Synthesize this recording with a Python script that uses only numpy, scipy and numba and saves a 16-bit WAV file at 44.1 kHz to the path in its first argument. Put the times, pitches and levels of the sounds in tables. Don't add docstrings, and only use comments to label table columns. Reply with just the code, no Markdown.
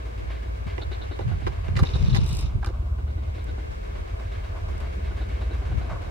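import sys
import numpy as np
from scipy import signal
from scipy.fft import rfft, irfft
from scipy.io import wavfile
from scipy.ndimage import uniform_filter1d
from numba import njit

SR = 44100
rng = np.random.default_rng(int(sys.argv[2]) if len(sys.argv) > 2 else 0)


def inscribe(sig):
    pcm = np.round(np.clip(np.atleast_2d(sig).T, -1, 1) * 32767)
    wavfile.write(sys.argv[1], SR, pcm.astype(np.int16))


N = 269010
T = np.arange(N) / SR


# f/Hz, level/dB
BREEZE_SPECTRUM = [(12, -30), (28, -19), (40, -11), (60, -1), (100, -12.5), (140, -40), (300, -62),
                   (1500, -120)]
# t/s, level/dB
BREEZE_LEVEL = [(0, -40), (1.3, -35.5), (2, -42), (2.9, -44), (4.3, -51), (4.6, -41), (5.7, -41),
                (6.1, -58)]
# f/Hz, level/dB
GUST_SPECTRUM = [(15, -40), (28, -22), (40, -1.5), (70, 0.5), (120, 1.5), (170, -9), (250, -22.5),
                 (400, -64), (800, -85), (3000, -120)]
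# peak t/s, peak level/dB, swell and fade time/s, left minus right level/dB
GUSTS = [(.52, -44.5, 0.019, 15), (.68, -35, 0.011, 2), (.8, -51, 0.018, -11), (1.288, -25, 0.034, -6.5),
         (1.44, -38, 0.097, -14), (1.69, -34.5, 0.021, -13), (1.77, -23, 0.032, -1.5),
         (1.827, -18.5, 0.008, 0), (1.952, -24, 0.014, 3), (2.03, -21.5, 0.026, 8), (2.141, -20, 0.05, 5),
         (2.228, -27, 0.02, -14), (2.33, -27.5, 0.021, 0), (2.44, -34.5, 0.04, -4), (2.56, -35, 0.048, 0),
         (3.99, -41, 0.042, -1), (4.64, -44.5, 0.081, -3), (5.76, -27, 0.043, 2), (5.81, -46, 0.016, -19),
         (5.931, -29, 0.015, 2), (6.07, -43, 0.042, -6)]
LULL_DB = -57
# t/s, f/Hz, left swing, right swing
GUST_POPS = [(0.668, 149, 0.13, -0.024), (0.879, 74, 0.0013, 0.1), (1.278, 138, -0.11, 0.15),
             (1.328, 96, -0.05, 0.28), (1.827, 133, 0.22, -0.94), (1.962, 87, 0.27, 0.24),
             (2.013, 91, 0.29, 0.026), (2.043, 99, 0.29, -0.37), (2.086, 133, -0.15, 0.51),
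             (2.143, 119, -0.27, -0.1), (2.189, 138, 0.6, -0.14), (2.228, 124, 0.25, 0.1),
             (2.448, 98, -0.067, 0.32), (2.555, 93.5, -0.096, 0.27), (5.782, 91.5, 0.32, 0.049),
             (5.917, 150, -0.024, 0.016)]

# t/s, thud level/dB, whine level/dB, whine length/s
FOCUS_STEPS = [(0.814, -33.5, -32.5, 0.017), (0.911, -34.5, -44, 0.039), (1.011, -38.5, -39, 0.024),
               (1.11, -33.5, -47.5, 0.038), (1.206, -33, -51, 0.027), (1.315, -32.5, -63, 0.023),
               (1.417, -37.5, -70, 0.027), (2.984, -37.5, -66, 0.024), (3.076, -38, -59.5, 0.038),
               (3.175, -40, -58, 0.023), (3.277, -44, -61, 0.03), (3.38, -40.5, -53, 0.03),
               (3.482, -37.5, -52, 0.027), (3.579, -35, -70, 0.03), (4.315, -45, -59, 0.036),
               (4.739, -39, -70, 0.03), (4.906, -50, -66, 0.022), (5, -43, -73, 0.027),
               (5.108, -35, -62, 0.028), (5.209, -35, -48, 0.028), (5.312, -36.5, -60, 0.022),
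               (5.411, -35.5, -50, 0.024), (5.507, -33, -51, 0.03), (5.618, -35, -60, 0.022),
               (5.713, -33.5, -55, 0.02), (5.809, -35, -51, 0.025), (5.91, -51, -64, 0.026),
               (6.006, -38, -56, 0.03)]
THUD_S = 0.017
# t/s, whine level/dB, length/s
ZOOM_JERKS = [(1.856, -36, .007), (1.868, -35, 0.0084), (1.888, -33.5, 0.0061), (1.905, -43, 0.0054),
              (1.934, -37, 0.02), (1.958, -46, 0.0078), (1.975, -50, 0.027), (2.008, -48, 0.011),
              (2.046, -44, 0.014), (2.062, -40, 0.0088), (2.076, -40, .006), (2.094, -40, 0.02),
              (2.125, -41.5, 0.023), (2.182, -38, 0.01), (2.218, -48, 0.012), (2.264, -44, 0.0059),
              (2.305, -45, 0.041), (2.455, -49, 0.019)]
# f/Hz, width/Hz, level/dB
MOTOR_WHINE = [(3810, 480, 20), (4340, 73, 9), (1460, 540, 10), (2950, 130, 8.5)]
# f/Hz, width/Hz, level/dB
LENS_BARREL = [(344, 154, 4), (620, 260, 0), (1100, 133, -11.5), (1466, 91, -6.5), (1990, 45, -14),
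               (2890, 310, -17)]

# f/Hz, width/Hz, level/dB
WHIRR_MID = [(346, 150, 12.5), (1010, 510, 9.5), (2720, 890, 9.5), (3620, 500, 8.5), (5260, 1300, 5.5),
             (9000, 2000, -14)]
# f/Hz, width/Hz, level/dB
WHIRR_SIDE = [(2660, 500, 3), (3780, 600, 0), (5200, 330, 1), (6170, 840, -5)]
# f/Hz, width/Hz, level/dB
GEAR_RING = [(4970, 2000, 16.5), (8550, 1800, 8.5), (11400, 1100, 2), (13500, 2400, -2)]
# t/s, peak level/dB
GEAR_TICKS = [(1.7908, -43), (1.8316, -33), (2.242, -46), (2.2617, -36), (2.277, -38), (2.291, -33),
              (2.31, -41), (2.329, -32), (2.35, -33), (2.369, -28), (2.39, -31), (2.409, -32),
              (2.4295, -43), (2.6462, -36), (2.6605, -31), (3.442, -40), (4.7794, -45), (4.8027, -40)]
ZOOM_ON_S, ZOOM_OFF_S, ZOOM_RISE_S, ZOOM_FALL_S, WHIRR_DB, RASP_DB = 1.82, 2.51, 0.052, 0.063, -57.5, -63
SLOWING_ON_S, SLOWING_OFF_S, SLOWING_RASP_DB = 2.25, 2.445, -53
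CRACKLE_PER_S, CRACKLE_DB, CRACKLE_SPREAD_DB = 1500, 5.5, 2.5

# f/Hz, width/Hz, level/dB
CASE_MODES = [(363.5, 58, 1), (518, 91, -2), (661, 86, -7.5), (812, 70, -3), (959, 72, -4.5),
              (1243, 150, -4), (1380, 100, -8.5), (1520, 125, -6.5), (1845, 250, -5), (2030, 160, -2),
              (2340, 220, -2.5), (2710, 320, -3), (3294, 340, -10)]
# f/Hz, width/Hz, level/dB
BUTTON_RATTLE = [(3921, 740, 3.5), (4531, 860, -2), (6331, 980, -7.5), (9201, 1500, -13),
                 (12901, 3300, -18)]
# t/s, low ring level/dB; middle, upper and hard ring level above the low one/dB;
# rattle level/dB, side minus mid level/dB, fall/s (bursts never fall quicker than 1 ms)
CASE_KNOCKS = [(0.7804, -23.5, -3, -16, -8.5, -42, 2, 0.0045),
               (1.1898, -22.5, 0.5, -8, -13.5, -41.5, 0, 0.0078),
               (1.4665, -21, 2, -2.5, -9.5, -37, 5, 0.0052), (1.473, -26, -2, -3, -27, -42, -7, 0.0042),
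               (1.682, -32, 1, 2, -4, -46, -7, 0.0041), (1.755, -36.5, 1, -2, 3, -41, -4, 0.0091),
               (1.764, -38, -1, 12, -2, -33, -9, 0.0051), (1.768, -31.5, -8, -5, 3.5, -42, 1, 0.0027),
               (1.772, -36, 5, 3, -10, -38, 10, 0.0023), (1.782, -35, -2, -1, -1, -45, 0, 0.0059),
               (1.791, -23.5, 1.5, 8.5, -22, -31, -6, 0.0043),
               (1.832, -25, 1.5, -1, -8.5, -39, 6.5, 0.0056), (1.955, -30.5, 1.5, 1, -21, -34, 3, 0.0039),
               (2.1471, -32, 1, 2, 4, -28, 9.5, 0.0027), (2.152, -34, 8, -3, 3, -24, -9, 0.0018),
               (2.157, -43, -4, 6, 3, -33, 1, 0.0022), (2.162, -35.5, 14, 0, 4, -31, 2, 0.002),
               (2.165, -38.5, 3, 8, 6, -28, 5, .001), (2.1713, -33, 7, 2, -2, -22.5, 7, 0.00086),
               (2.59, -41, -8, -13, -22, -67, -4, 0.0034), (2.627, -43.5, 16, 10, -15, -50, -8, 0.0046),
               (2.63, -42, 18.5, 15, -11, -51, -5, 0.0029), (2.6454, -37, 4, 15, 8, -42, -9, 0.0036),
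               (2.661, -41, 2, 10, -2, -36, -6, 0.002), (2.666, -29.5, 2, -3, -21, -41, -15, 0.0017),
               (2.67, -35, -7, 3, -9, -43.5, 2, 0.0063), (2.687, -30, -10, -3, -13, -47, -8, 0.0023),
               (2.694, -32.5, -14, -9, -27, -62, -6, 0.0018), (2.7, -31, -19, -28, -35, -68, -11, .002),
               (2.823, -40, -10, -14, -15, -63, -5, 0.003), (3.953, -37, -20, -17, -14, -65, -5, .004)]
SCUFF_DB = -3.5

# t/s, four-stroke cycle rate f/Hz
LEAD_SPEED = [(0, 8.10), (1.2, 8.23), (6.1, 8.23)]
LEAD_START, REAR_HZ, REAR_START, ORDER_PHASE = .03, 8.29, -.07, .1
# multiple of the cycle rate, level/dB
LEAD_ORDERS = [(4, -58), (5, -38.5), (6, -40), (7, -33), (8, -42.5), (9, -36), (10, -42.5), (11, -40),
               (12, -43.5), (13, -56.5), (14, -50), (15, -56), (18, -66), (21, -66), (22, -70), (23, -60.5),
               (25, -62), (26, -71.5)]
# multiple of the cycle rate, level/dB
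REAR_ORDERS = [(7, -40), (8, -57), (9, -46), (11, -48), (12, -52.5)]
# t/s, gain level/dB
THUMP_GAIN = [(0, -5), (.7, -3), (1.4, -1.5), (2.1, -0.5), (2.8, 1.5), (3.4, -1), (4, 0), (4.7, -2),
              (5.4, 1.5), (6.1, -2.5)]
# t/s, chest level/dB, bark level/dB, gas and air level/dB, level off the slopes/dB
ROAR_LEVELS = [(0, -49.5, -53, -53.5, -40), (1.1, -55, -53.5, -54.5, -39), (1.7, -55, -53, -54, -39.5),
               (1.95, -39, -52, -54, -38), (2.3, -50, -50.5, -56, -41.5),
               (2.75, -49.5, -48.5, -61.5, -45.5), (3.18, -49, -57.5, -60.5, -42.5),
               (3.4, -49.5, -55.5, -55, -41), (3.7, -51.5, -54, -54, -39.5), (4.2, -51.5, -52, -53, -39.5),
               (5.27, -47, -50, -52, -39.5), (6.1, -48, -47.5, -52, -39)]
RUMBLE_DB = -40
# f/Hz, level/dB
AHEAD_SPECTRUM = [(20, -43), (36, -14), (60, 0), (110, -10.5), (145, -20.5), (190, -18), (270, -25),
                  (370, -23), (870, -24), (3000, -34.5), (6000, -46), (15500, -64)]
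# f/Hz, width/Hz, level/dB
STACK_RESONANCES = [(654, 102, -4.5), (1076, 330, -10), (1633, 340, -8), (2176, 390, -4.5),
                    (2590, 450, -13.5), (3835, 140, -16)]
# f/Hz, width/Hz, depth 0-1
ROAR_DIPS = [(437, 97, 0.21), (847, 210, 0.45), (1390, 130, 0.26)]
# f/Hz, level/dB
SLOPE_SPECTRUM = [(12, -21), (20, 0), (80, -19), (126, -64), (157, -66), (232, -18), (315, -4.5),
                  (342, -0.5), (416, 3), (565, -2.5), (614, -3), (686, -4.5), (811, -5.5), (1410, -10),
                  (15500, -46.5)]
CHUFF_START, CHUFF_RISE, CHUFF_FALL, CHUFF_SCATTER, BARK_START, BARK_FALL = .45, 0.028, 0.45, 0.15, 1, 0.052
# f/Hz, width/Hz
HAND_NOTCHES = [(450, 220), (1800, 670)]
HOLLOW_ON_S, HOLLOW_OFF_S, HOLLOW_FADE_S, HOLLOW_SHARE = 1.79, 3.56, 0.3, 0.74
# t/s, factor on f
HAND_GLIDE = [(0, .8), (2.2, 0.71), (2.55, 1.04), (2.85, 1.01), (3.05, 1), (3.3, 0.87), (6.1, .75)]

# f/Hz, level/dB
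HISS_SPECTRUM = [(1500, 7), (5000, 1), (9000, 4), (12000, -7), (16000, 3)]
HISS_DB, TOP_HZ = -66, 15750


def undb(db):
    return 10 ** (np.asarray(db) / 20)


def unit(x):
    return x / np.sqrt(np.mean(x ** 2))


def curves(table):
    s, *columns = np.transpose(table)
    return [np.interp(T, s, c) for c in columns]


def colour(x, points):
    hz, db = np.transpose(points)
    f = np.maximum(np.arange(N // 2 + 1) * SR / N, 1)
    gain = undb(np.interp(np.log(f), np.log(hz), db))
    return irfft(rfft(x) * gain, N)


def band(x, lo_hz, hi_hz):
    return signal.sosfilt(signal.butter(2, [lo_hz, hi_hz], "bandpass", fs=SR, output="sos"), x)


def resonate(x, peaks):
    return sum(undb(db) * np.sqrt(300 / width) * band(x, hz - width / 2, hz + width / 2)
               for hz, width, db in peaks)


def ring(x, modes):
    out = 0
    for hz, width, db in modes:
        mode = signal.iirpeak(hz, hz / width, fs=SR)
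        out = out + undb(db) * np.sqrt(300 / width) * signal.lfilter(*mode, band(x, hz / 1.37, hz * 1.36))
    return out


@njit
def glide(x, hz, width):
    y, b, l = np.empty(len(x)), 0., 0.
    for i in range(len(x)):
        g, k = np.tan(np.pi * hz[i] / SR), width / hz[i]
        v = (b + g * (x[i] - l)) / (1 + g * (g + k))
        b, l, y[i] = 2 * v - b, l + 2 * g * v, k * v
    return y


def walk(rate):
    k = int(SR / rate)
    held = np.repeat(rng.standard_normal(N // k + 1), k)
    return 2.0 * uniform_filter1d(uniform_filter1d(held, k), k)[:N]


def noise():
    return rng.standard_normal((2, N))


def bursts(rows, rise_s, squareness):
    out, t = np.zeros(N + SR // 4), T[:SR // 4]
    for s, db, length in rows:
        fall = np.exp(-(t / max(length, .001)) ** squareness)
        out[int(s * SR):][:len(t)] += undb(db) * (1 - np.exp(-t / rise_s)) * fall
    return out[:N]


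def taps(s, db):
    out = np.zeros(N)
    out[(s * SR).astype(int)] = undb(db)
    return out


def hold(on, off, rise_s, fall_s):
    return np.clip(np.minimum((T - on) / rise_s, (off - T) / fall_s), 0, 1)


def stereo(mid, side):
    return np.array([mid + side, mid - side])


def wind():
    breeze = np.array([unit(colour(port * undb(6.8 * walk(15)), BREEZE_SPECTRUM)) for port in noise()])
    breeze = breeze * undb(curves(BREEZE_LEVEL)[0])

    force = undb(LULL_DB)
    for s, db, length, pan_db in GUSTS:
        port_db = db + np.array([[pan_db], [-pan_db]]) / 2
        force = force + np.exp(-np.abs((T - s) / length) ** 1.1) * undb(port_db)
    gusts = np.array([colour(port * undb(1.9 * walk(45)), GUST_SPECTRUM) for port in noise()])
    gusts = gusts / np.std(band(gusts, 121.0, 340)) * force

    pops = 0
    for s, hz, left, right in GUST_POPS:
        turns = (T - s) * hz
        swing = np.exp(-(turns / 0.53) ** 2) * np.sin(2 * np.pi * turns)
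        pops = pops + swing * np.array([[left], [right]])
    return breeze + gusts + pops


def focus():
    s, thud_db, whine_db, length = np.transpose(FOCUS_STEPS)
    drive = bursts(zip(s, whine_db, length), 0.011, 1.84) + bursts(ZOOM_JERKS, 0.0024, 1.5)
    whine = unit(resonate(noise() * undb(1.1 * walk(270)), MOTOR_WHINE))
    mid, side = whine * drive * undb([[1.5], [-6]])
    scrape = undb(-4) * noise()[0] * bursts(zip(s, thud_db, THUD_S + 0 * s), 0.004, 1.43)
    push = scrape + taps(s + 0.00104, thud_db + 17.0)
    return stereo(mid + undb(15.5) * resonate(push, LENS_BARREL), side)


def zoom():
    running = hold(ZOOM_ON_S, ZOOM_OFF_S, ZOOM_RISE_S, ZOOM_FALL_S)
    when, size = rng.random((2, N))
    spikes = (when < CRACKLE_PER_S / SR) * undb(CRACKLE_DB - CRACKLE_SPREAD_DB * np.log(1 - size))
    crackle = unit((1 + spikes) * undb(1.4 * walk(250)))
    grit = noise() * crackle

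    whirr = np.array([resonate(grit[0], WHIRR_MID), resonate(grit[1], WHIRR_SIDE)])
    whirr = whirr / np.std(band(whirr, 5300, 6300), axis=1, keepdims=True)
    whirr = whirr * undb(WHIRR_DB + np.array([[-1.5], [1.5]])) * running

    s, db = np.transpose(GEAR_TICKS)
    slowing = hold(SLOWING_ON_S, SLOWING_OFF_S, 0.03, 0.033)
    rasp = undb(RASP_DB) * running + undb(SLOWING_RASP_DB) * slowing
    teeth = noise() * (bursts(zip(s, db, 0.001 + 0 * s), 0.0002, 0.85) + rasp * crackle)
    mid = undb(4.5) * resonate(teeth[0], GEAR_RING[1:])
    side = undb(3.0) * resonate(teeth[1], GEAR_RING[:2])
    return stereo(*(whirr + np.array([mid, side])))


def knocks():
    s, low_db, middle_db, upper_db, hard_db, rattle_db, side_db, fall = np.transpose(CASE_KNOCKS)
    out = []
    for push, wide_db in zip(noise() * undb(1.7 * walk(600)), (0 * s, side_db)):
        def blows(db, tap_db, scuff_db=SCUFF_DB):
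            scuff = push * bursts(zip(s, db + wide_db + scuff_db, fall), 0.00017, 0.55)
            return scuff - taps(s, db + wide_db + tap_db)
        low = ring(blows(low_db, tap_db=21.5), CASE_MODES[:3])
        middle = ring(blows(low_db + middle_db, tap_db=18.5), CASE_MODES[3:5])
        upper = ring(blows(low_db + upper_db, tap_db=19.0), CASE_MODES[5:8])
        hard = ring(blows(low_db + hard_db, tap_db=15.5), CASE_MODES[8:])
        rattle = resonate(blows(rattle_db, tap_db=7.0, scuff_db=-0.3), BUTTON_RATTLE)
        out.append(undb(12.0) * (low + middle + upper) + undb(17) * hard + undb(11.0) * rattle)
    return stereo(out[0], -out[1])


def thump(lead):
    out = 0
    for turns, orders in ((lead, LEAD_ORDERS), (REAR_START + REAR_HZ * T, REAR_ORDERS)):
        for k, db in orders:
            level = undb(db + 2.2 * walk(2.45))
            phase = 2 * np.pi * (k * turns + ORDER_PHASE) + 0.61 * walk(2.187)
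            out = out + level * np.cos(phase)
    return np.sqrt(2) * out * undb(curves(THUMP_GAIN)[0])


def chuff(turns, fall):
    p = turns % 1
    size = np.exp(CHUFF_SCATTER * rng.standard_normal(64))[turns.astype(int)]
    shape = size * (1 - np.exp(-p / CHUFF_RISE)) * np.exp(-p / fall) * (1 - p ** 8)
    return unit(shape - shape.mean())


def hollow(x):
    share = HOLLOW_SHARE * hold(HOLLOW_ON_S, HOLLOW_OFF_S, HOLLOW_FADE_S, HOLLOW_FADE_S)
    for hz, width in HAND_NOTCHES:
        x = x - share * glide(x, hz * curves(HAND_GLIDE)[0], 1. * width)
    return x


def engines():
    lead = LEAD_START + np.cumsum(curves(LEAD_SPEED)[0]) / SR
    beat = thump(lead)
    chest_db, bark_db, gas_db, slopes_db = curves(ROAR_LEVELS)
    exhaust, wide = noise()
    exhaust = colour(exhaust, AHEAD_SPECTRUM) + undb(-28.5) * resonate(exhaust, STACK_RESONANCES)
    for hz, width, depth in ROAR_DIPS:
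        exhaust = exhaust - depth * glide(exhaust, hz + 0 * T, 1. * width)

    under = [colour(exhaust, [(hz, 0), (1.6 * hz, -40)]) for hz in (190, 480, 1450, 4600)]
    rumble, chest, bark, gas, air = np.diff([0 * T, *under, exhaust], axis=0)
    swell = chuff(lead + 1 - CHUFF_START, CHUFF_FALL)
    knock = chuff(lead + 1 - BARK_START, BARK_FALL)

    rumble = unit(rumble) * undb(RUMBLE_DB + 1.8 * walk(3.19))
    chest = chest / np.std(band(chest, 170, 780))
    chest = chest * undb(chest_db + 1.1 * swell + 0.94 * knock + 0.84 * walk(26))
    bark = unit(bark) * undb(bark_db + 1.8 * swell + 0.41 * knock + 1.55 * walk(17))
    treble = (gas * undb(0.97 * walk(18)) + air * undb(-0.8)) / np.std(band(gas, 1370, 3700))
    treble = treble * undb(gas_db + 1.66 * swell)
    roar = rumble + chest + bark + treble

    slopes = unit(colour(wide * undb(0.47 * walk(30) + 0.29 * swell), SLOPE_SPECTRUM)) * undb(slopes_db)
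    late_beat = undb(-22) * np.roll(beat, 150)
    return stereo(beat + hollow(roar), slopes + late_beat)


def scene():
    return wind() + focus() + zoom() + knocks() + engines()


def record(dry):
    mid, side = (unit(colour(n, HISS_SPECTRUM)) * undb(HISS_DB) for n in noise())
    rounded = np.tanh(1.213 * (dry + stereo(mid, .25 * side))) / 1.41
    return signal.sosfilt(signal.ellip(10, .2, 80, TOP_HZ, fs=SR, output="sos"), rounded)


dry = scene()
out = record(dry)
inscribe(out)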